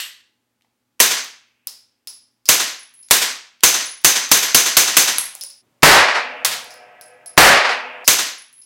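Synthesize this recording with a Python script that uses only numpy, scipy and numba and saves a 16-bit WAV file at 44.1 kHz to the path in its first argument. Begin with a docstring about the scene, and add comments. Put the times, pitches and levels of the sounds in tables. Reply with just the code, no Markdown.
"""A pistol slide is let go by hand in a small workshop; after trigger ticks come nine shots through a suppressor,
each a noise burst with a tube whistle, a slide crack and modes; brass cases bounce as clicks and beating modes.
From nearer come two shots without it: louder bursts over low room modes; steel cabinets ring on as decaying noise.
Last, the second shot is heard again from afar. Throughout, the microphone input overloads on the blasts,
and a limiter ducks, holds and lets go, so each tail swells once more."""
import sys
import numpy as np
from scipy import signal
from scipy.io import wavfile
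from numba import njit

SR = 44100
rng = np.random.default_rng(int(sys.argv[2]) if len(sys.argv) > 2 else 0)


def waveform_to_disk(signal):
    """Save audio, clipped to [-1, 1], as 16-bit WAV at the path in sys.argv[1]."""
    frames = np.transpose(np.atleast_2d(signal))
    scaled = np.clip(frames, -1, 1) * 32767
    samples = np.round(scaled).astype(np.int16)
    wavfile.write(sys.argv[1], SR, samples)


def elevation(decibels):
    """Turn decibel levels (scalar or array-like) into linear amplitude ratios."""
    levels = np.asarray(decibels, float)
    return 10 ** (levels / 20)


N = 381465  # length [samples]

# shots through the suppressor: (time [s], relative tube whistle [dB], hammer [dB], slide crack [dB],
# leading slide mode [Hz])
MUFFLED = [(1.0014, -5.5, -19.5, -17, 12500), (2.4883, -7, -19.5, -7, 11500),
           (3.1093, -30.5, -25, -4, 8500), (3.635, 2, -21, -7, 9640), (4.0458, 1.5, -22, -13, 11000),
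           (4.315, -0.5, -17.5, -8, 12500), (4.546, 2, -29, -7.5, 11000),
           (4.7685, -2.5, -28.5, -11.5, 11000), (4.9681, -3, -22, -6.5, 11000)]
# shots from the bare muzzle: (time [s], blast [dB], hammer [dB], boom [dB])
OPEN = [(5.8308, 33, -3.5, 16.5), (7.3768, 32.5, -16, 14)]
# colour of the muffled blast's reverberant tail: (frequency [Hz], density [dB per Hz])
MUFFLED_TAIL = [(24, -69.5), (40, -41), (354, -15), (392, -16), (455, -15), (873, -11), (990, -7.5),
                (1240, -8.5), (1680, -5), (5440, -5.5), (6170, -6), (16000, -27.5)]
# decay of the room: (frequency [Hz], t60 [s])
ROOM_DECAY = [(100, 0.39), (260, 0.36), (700, 0.42), (1840, 0.46), (4850, 0.44), (12800, 0.27)]


def to_unit_rms(x):
    """Scales to rms 1."""
    return x / np.sqrt(np.mean(x ** 2) + 1e-20)


def read(points, hz):
    """Reads a table on a log-frequency axis."""
    f, value = np.transpose(points)
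    return np.interp(np.log(hz + 1), np.log(f + 1), value)


def add(mix, s, sound):
    """Mixes a sound in at time s."""
    part = mix[..., round(s * SR):][..., :sound.shape[-1]]
    part += sound[..., :part.shape[-1]]


def coloured(x, points, age=0.):
    """Causal filter of energy 1; age [s] undoes the room decay that a colour taken from a tail already holds."""
    hz = abs(np.fft.fftfreq(4096, 1 / SR))
    level_db = np.maximum(read(points, hz), -70) + 60 * age / read(ROOM_DECAY, hz)
    log_gain = np.log(elevation(level_db))
    minimum_phase = -signal.hilbert(log_gain).imag
    taps = np.fft.ifft(np.exp(log_gain + 1j * minimum_phase)).real[:2048]
    taps /= np.linalg.norm(taps)
    return signal.fftconvolve(np.atleast_2d(x), taps[None], axes=1)[:, :x.shape[-1]]


def burst(t60, seconds=.12):
    """Row 0: a blow smeared into noise by the nearest surfaces. Row 1: an impulse of like energy, for the room."""
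    fade = elevation(-60 * np.arange(round(seconds * SR)) / SR / t60)
    smeared = rng.standard_normal(len(fade)) * fade
    bare = np.linalg.norm(fade) * signal.unit_impulse(len(fade))
    return np.array([smeared, bare])


def resonate(x, hz, width):
    """Two-pole resonance of gain 1 at its peak."""
    return signal.lfilter(*signal.iirpeak(hz, hz / width, SR), x)


def ring(hz, t60):
    """One struck mode: a sine that dies away exponentially."""
    t = np.arange(SR // 2) / SR
    return elevation(-60 * t / t60) * np.sin(2 * np.pi * hz * t)


def room(x, wet_db):
    """Direct sound and two dense tails, each band dying at its own speed; their blend differs from blow to blow."""
    turn_hz, build_up_s = .45, 0.0037
    hz, t, z = signal.stft(rng.standard_normal((2, SR)), SR, nperseg=256)
    decay = elevation(-60 * t / read(ROOM_DECAY, hz)[:, None])
    tail = signal.istft(z * decay, SR, nperseg=256)[1]
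    tail *= np.minimum(np.arange(tail.shape[1]) / (build_up_s * SR), 1)
    tail /= np.linalg.norm(tail[0])
    turn = 2 * np.pi * turn_hz * np.arange(N) / SR
    send = x[1] * np.array([np.cos(turn), np.sin(turn)])
    wet = signal.oaconvolve(send, tail, axes=1)[:, :N].sum(axis=0)
    return x[0] + elevation(wet_db) * wet


def air(points, db, lines):
    """Steady coloured room noise with sines of mains hum."""
    t = np.arange(N) / SR
    noise = to_unit_rms(coloured(rng.standard_normal(N), points)[0])
    hum = sum(np.sqrt(2) * elevation(d) * np.sin(2 * np.pi * (hz * t + rng.random())) for hz, d in lines)
    return elevation(db) * noise + hum


def cabinets(during):
    """Sheet steel, shaken by each blast, rings for seconds; the thin muffled blasts hardly reach its lower modes."""
    # long modes: (frequency [Hz], relative level [dB])
    long_modes = [(398, -74), (500.6, -59), (613.7, -59), (690, -63), (721.4, -55.5), (834.4, -65.5),
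                  (1287, -63.5), (1561, -62), (1690, -63.5), (1949, -63.5), (2148, -72.5), (2353, -67.5),
                  (2557, -75)]
    # dense modes: (frequency [Hz], relative density [dB per Hz])
    dense_modes = [(150, -41), (250, -11), (353, -27.5), (488, -4), (571, -14), (597, -5.5), (698, -8),
                   (780, -16), (816, -1.5), (1130, -8.5), (1970, -6), (2630, -5), (3600, -23),
                   (4680, -60.5), (7920, -120)]
    out, t = np.zeros(N), np.arange(3 * SR) / SR

    def wash():
        """Many modes too close to tell apart: coloured noise."""
        return to_unit_rms(coloured(rng.standard_normal(len(t)), dense_modes)[0])

    for s, db, *_ in during(OPEN):
        modes = sum(elevation(d) * resonate(rng.standard_normal(len(t)), hz, 10) for hz, d in long_modes)
        fast, slow = elevation(db - 44.5 - 60 * t / 1.316), elevation(db - 78.0 - 60 * t / 6)
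        add(out, s, wash() * (fast + slow))
        add(out, s, to_unit_rms(modes) * elevation(db - 67.0 - 60 * t / 4.75))
    for s, *_ in during(MUFFLED):
        add(out, s, resonate(wash(), 3600, 1800) * elevation(-43 - 60 * t / 1.7))
    return out


def ticks(during):
    """Small clicks of trigger and grip, and the knock of what the cases land on: resonant bursts, lower ones ring more."""
    # (time [s], relative level [dB], frequency [Hz])
    tick_rows = [(.61, -48, 2500), (.621, -46, 3500), (.646, -35, 800), (.648, -49, 2200),
                 (2.99, -46.5, 3444), (3.086, -33, 5000), (3.607, -29, 3600), (4.016, -39, 11250),
                 (4.292, -26, 12110), (5.352, -13.5, 770), (5.437, -19, 560)]
    direct_and_room = elevation([[1.5], [-4]])
    out = np.zeros((2, N))
    for s, db, hz in during(tick_rows):
        width = min(hz ** 2 / 7000, hz)
        add(out, s, elevation(db) * resonate(burst(0.011, .06), hz, width) * direct_and_room)
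    return out


def cases(during):
    """Each brass bounce: a click, a beating pair of wall modes and a short hollow puff; also two harder knocks."""
    # bounces: (time [s], relative click [dB], wall ring [dB], hollow [dB])
    bounces = [(1.245, -22, -65, -46), (1.672, -12, -51, -18), (2.073, -17, -41, -19),
               (2.456, -22.5, -48, -19.5), (2.793, -44, -45, -50), (2.939, -39, -50, -56),
               (2.99, -55, -48, -58), (3.027, -60.5, -54, -37.5), (3.857, -21, -37, -45),
               (4.7, -29.5, -47, -43.5), (5.256, -23, -38, -43), (5.352, -18, -50, -45),
               (5.411, -21, -37, -16.5), (5.437, -18, -52, -39), (5.502, -31, -52, -28),
               (6.6, -35.5, -57, -44), (6.645, -31, -55, -39), (6.706, -35, -55, -26),
               (6.74, -34, -64, -41), (7.012, -27, -45.5, -35.5), (7.26, -28.5, -38.5, -32),
               (7.68, -43.5, -55, -37)]
    # each case has its own wall note: (time from which it bounces [s], frequency [Hz])
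    wall_notes = [(1.2, 10444), (2.0, 10520), (3.8, 10310), (4.6, 10430), (5.4, 10350), (6.5, 10585)]
    # air inside a case: (frequency [Hz], width [Hz], relative level [dB])
    hollow = [(5180, 420, 1.5), (5960, 1600, -20)]
    # a case strikes something hard close by: (time [s], level [dB], t60 of the crack [s])
    knocks = [(5.1835, -7.5, 0.0078), (6.448, -6, 0.11)]
    # colour of the knocks: (frequency [Hz], density [dB per Hz])
    knock_colour = [(59, -53), (100, -23), (373, -25.5), (492, -17), (1650, -12), (2800, -12),
                    (3250, -10.5), (11600, -14.5), (16000, -19.5)]
    # thin steel rings under the first knock: (time [s], relative level [dB])
    clangs = [(5.184, -18.5)]
    # modes of that steel: (frequency [Hz], relative level [dB], t60 [s])
    steel = [(8620, -2, 0.091), (11080, -13, 0.084), (11060, 11, 0.023), (11000, -1.5, 0.054)]
    out = np.zeros((2, N))
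    for s, db, ring_db, hollow_db in during(bounces):
        hz = [f for first, f in wall_notes if first <= s][-1]
        click = resonate(burst(0.0024, .02), 9600, 8400)
        wall = ring(hz, 0.2) + 1.7 * ring(hz + rng.uniform(8, 55), 0.19)
        puff = sum(elevation(d) * resonate(burst(0.073), f, width) for f, width, d in hollow)
        floor = resonate(burst(0.0073, 0.018), 1000, 1600)
        add(out, s, elevation(db) * click * elevation([[5], [-1]]))  # direct and room send [dB]
        add(out, s, elevation(ring_db) * wall * elevation([[-4], [3]]))
        add(out, s, elevation(hollow_db) * puff)
        add(out, s, elevation(db - 15) * floor)
    for s, db, t60 in during(knocks):
        add(out, s, elevation(db) * coloured(burst(t60), knock_colour))
    for s, db in during(clangs):
        add(out, s, elevation(db) * sum(elevation(d) * ring(hz, t60) for hz, d, t60 in steel))
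    return out


def slide(during):
    """A bright crack, then the modes of the slide; where the blow lands decides which of them lead."""
    # modes of the slide: (frequency [Hz], relative level [dB], t60 [s])
    slide_modes = [(7800, -7.5, .1), (8420, -4, 0.08), (8610, -4, .1), (10860, -3, 0.14),
                   (11640, -8.5, 0.11), (12500, 3.5, 0.17)]
    # low modes of the pistol frame: (frequency [Hz], level [dB], t60 [s])
    frame_modes = [(2010, -36, 0.072), (2900, -35, .06), (4500, -30, .03)]
    # the slide is let go by hand: (time [s], relative crack [dB], slide ring [dB], leading mode [Hz]),
    # then the colour of that crack: (frequency [Hz], density [dB per Hz])
    rack = [(0.0005, -13, -36, 12500)], [(180, -56), (300, -27), (614, -23), (762, -23), (1060, -12),
            (1250, -15), (1970, -1.5), (2280, -9.5), (2880, 0.5), (3190, -2), (6850, -12), (7950, -9),
            (11700, -22), (12900, -17.5), (16000, -23.5)]
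    return_s, ring_under_crack_db = .0555, -6  # the return follows the blast
    focus_db = 21  # loss per octave from the leading mode
    out = np.zeros((2, N))

    def modes(lead_hz):
        """The slide's modes, weaker the further they lie from the leading one."""
        loss = lambda hz: focus_db * abs(np.log2(hz / lead_hz))
        return sum(elevation(d - loss(hz)) * ring(hz, t60) for hz, d, t60 in slide_modes)

    for s, _, _, db, lead_hz in during(MUFFLED):
        add(out, s + return_s, elevation(db) * coloured(burst(0.016), MUFFLED_TAIL, .3))
        add(out, s + return_s, elevation(db + ring_under_crack_db) * modes(lead_hz))
    releases, crack_colour = rack
    for s, db, ring_db, lead_hz in during(releases):
        crack = coloured(burst(0.018), crack_colour, .06)
        frame = sum(elevation(d) * ring(hz, t60) for hz, d, t60 in frame_modes)
        add(out, s, elevation(db) * crack * elevation([[-8], [0.5]]))  # direct and room send [dB]
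        add(out, s, elevation(ring_db) * modes(lead_hz) + frame)
    return out


def hammer(delay, db):
    """The sear lets go with a dull tick; the hammer lands with a bright one after the delay [s]."""
    out = np.zeros((2, round(0.045 * SR)))
    add(out, 0, elevation(db - 8.5) * resonate(burst(0.057, .03), 2200, 2800))
    add(out, delay, elevation(db) * resonate(burst(0.0046, .02), 10000, 12000))
    return out


def shots(during):
    """Gas bursts out over a low push of air (muffled shots only) and sets off the low modes of the room."""
    # resonance of the suppressor: (frequency [Hz], width [Hz])
    tube = [(6220, 250)]
    # colour of the open blast's reverberant tail: (frequency [Hz], density [dB per Hz])
    open_tail = [(24, -56.5), (40, -45), (185, -37), (412, -11), (455, -12.5), (570, -5.5), (1150, -4.5),
                 (1900, -3), (3300, -13.5), (4680, -14.5), (11000, -40.5), (16000, -70)]
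    # low modes of the room: (frequency [Hz], relative level [dB], t60 [s])
    boom_modes = [(40, 4.5, 0.038), (154.4, 6.5, 0.1), (194, -8.5, 0.098), (299, -4, 0.22)]
    muffled_age_s, open_age_s = 0.17, 0.23  # how long after the blast the tail has its colour
    muffled_db, push_s = 8.5, 0.00039
    late_s, late_db = .315, -45  # a late cluster of echoes after each open blast
    out, t = np.zeros((2, N)), np.arange(2000) / SR
    boom = sum(elevation(db) * ring(hz, t60) for hz, db, t60 in boom_modes)
    push = (1 - t / push_s) * np.exp(-t / push_s)
    for s, tube_db, hammer_db, *_ in during(MUFFLED):
        gas = coloured(burst(0.068), MUFFLED_TAIL, muffled_age_s)
        gas += elevation(tube_db + 4.5) * sum(resonate(burst(0.14), hz, width) for hz, width in tube)
        add(out, s, elevation(muffled_db) * gas)
        add(out, s, elevation(-14.5) * push)
        add(out[0], s, elevation(-24.5) * boom)
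        add(out, s - .007, hammer(0.0022, hammer_db))
    for s, db, hammer_db, boom_db in during(OPEN):
        add(out, s, elevation(db) * coloured(burst(0.046), open_tail, open_age_s))
        echoes = coloured(burst(0.22), open_tail, 0.033)[0]
        add(out[0], s + late_s, elevation(db + late_db) * echoes)
        add(out[0], s, elevation(boom_db) * boom)
        add(out, s - .0072, hammer(0.0076, hammer_db))
    return out


def stretch(start, end):
    """All that is struck between two times [s], in the room."""
    during = lambda rows: [row for row in rows if start <= row[0] < end]
    blasts = room(shots(during), 2.7)
    mechanism_and_knocks = room(slide(during) + ticks(during), -0.64)
    brass = room(cases(during), 0.87)
    return blasts + mechanism_and_knocks + brass + cabinets(during)


def scene():
    """Far, then near, then the second shot once more from far; each jump cuts off what still rings."""
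    # room noise and hum at each position: noise colour (frequency [Hz], density [dB per Hz]),
    # noise level [dB rms], hum (frequency [Hz], level [dB rms])
    far_air = [(18, -57.5), (30, -24.5), (112, -13.5), (161, -20), (239, -7.5), (384, -15.5), (822, -21.5),
               (889, -19.5), (16000, -31.5)], -74, [(118.4, -84.5), (242.2, -84), (511.4, -95.5),
               (839.8, -89.5)]
    near_air = [(18, -50), (30, -26), (81, -23), (118, -7.5), (245, -15.5), (280, -10), (355, -11),
                (2120, -23.5), (16000, -34.5)], -66.5, [(118.4, -76.5), (242.2, -76.5)]
    # the listening position jumps: (time [s], crossfade [s])
    jumps = [(5.617, 0.023), (8.049, 0.023)]
    replay_s = 5.5889  # after the second jump, what sounded this long before is heard again
    t = np.arange(N) / SR
    a, b = (s - fade for s, fade in jumps)
    after_a, after_b = (np.clip((t - s) / fade + .5, 0, 1) for s, fade in jumps)
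    far = stretch(0, a) + air(*far_air)
    near = stretch(a, b) + air(*near_air)
    again = np.roll(far, round(replay_s * SR))
    mix = far * (1 - after_a) + near * after_a * (1 - after_b) + again * after_b
    return np.array([mix, mix])


@njit
def limiter(x, ceiling, memory, fall, hold, rise):
    """Gain drops while recent peaks pass the ceiling, waits, then climbs back."""
    out, peak, gain, wait = np.empty_like(x), 0., 1., 0.
    for i in range(len(x)):
        peak = max(abs(x[i]), peak * memory)
        over = peak * gain / ceiling
        if over > 1:
            gain -= fall * gain * (1 - 1 / over)
            wait = hold
        elif wait > 0:
            wait -= 1
        else:
            gain += rise * (1 - gain)
        out[i] = x[i] * gain
    return out


def low_pass(x):
    """Removes everything above the highest recorded frequency."""
    return signal.sosfilt(signal.butter(12, 16370, fs=SR, output="sos"), x)


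def record(dry):
    """The input clips, a capacitor blocks the lows, the limiter ducks, the converter clips; then the band limit."""
    knee = elevation(4.0)
    x = knee * np.tanh((abs(dry[0]) / knee) ** 3) ** (1 / 3) * np.sign(dry[0])
    x = signal.lfilter(*signal.butter(1, 30, "high", fs=SR), x)
    memory_s, fall_s, hold_s, rise_s = 0.0091, .004, 0.048, 0.0088
    x = limiter(x, ceiling=elevation(-5.5), memory=np.exp(-1 / (memory_s * SR)), fall=1 / (fall_s * SR),
                hold=hold_s * SR, rise=1 / (rise_s * SR))
    x = np.clip(x, -elevation(-0.85), elevation(-1.46))
    x = signal.oaconvolve(x, signal.firwin(511, 16100, window=("kaiser", 7), fs=SR), "same")
    return low_pass(np.array([x, x]))


dry = scene()
out = record(dry)
waveform_to_disk(out)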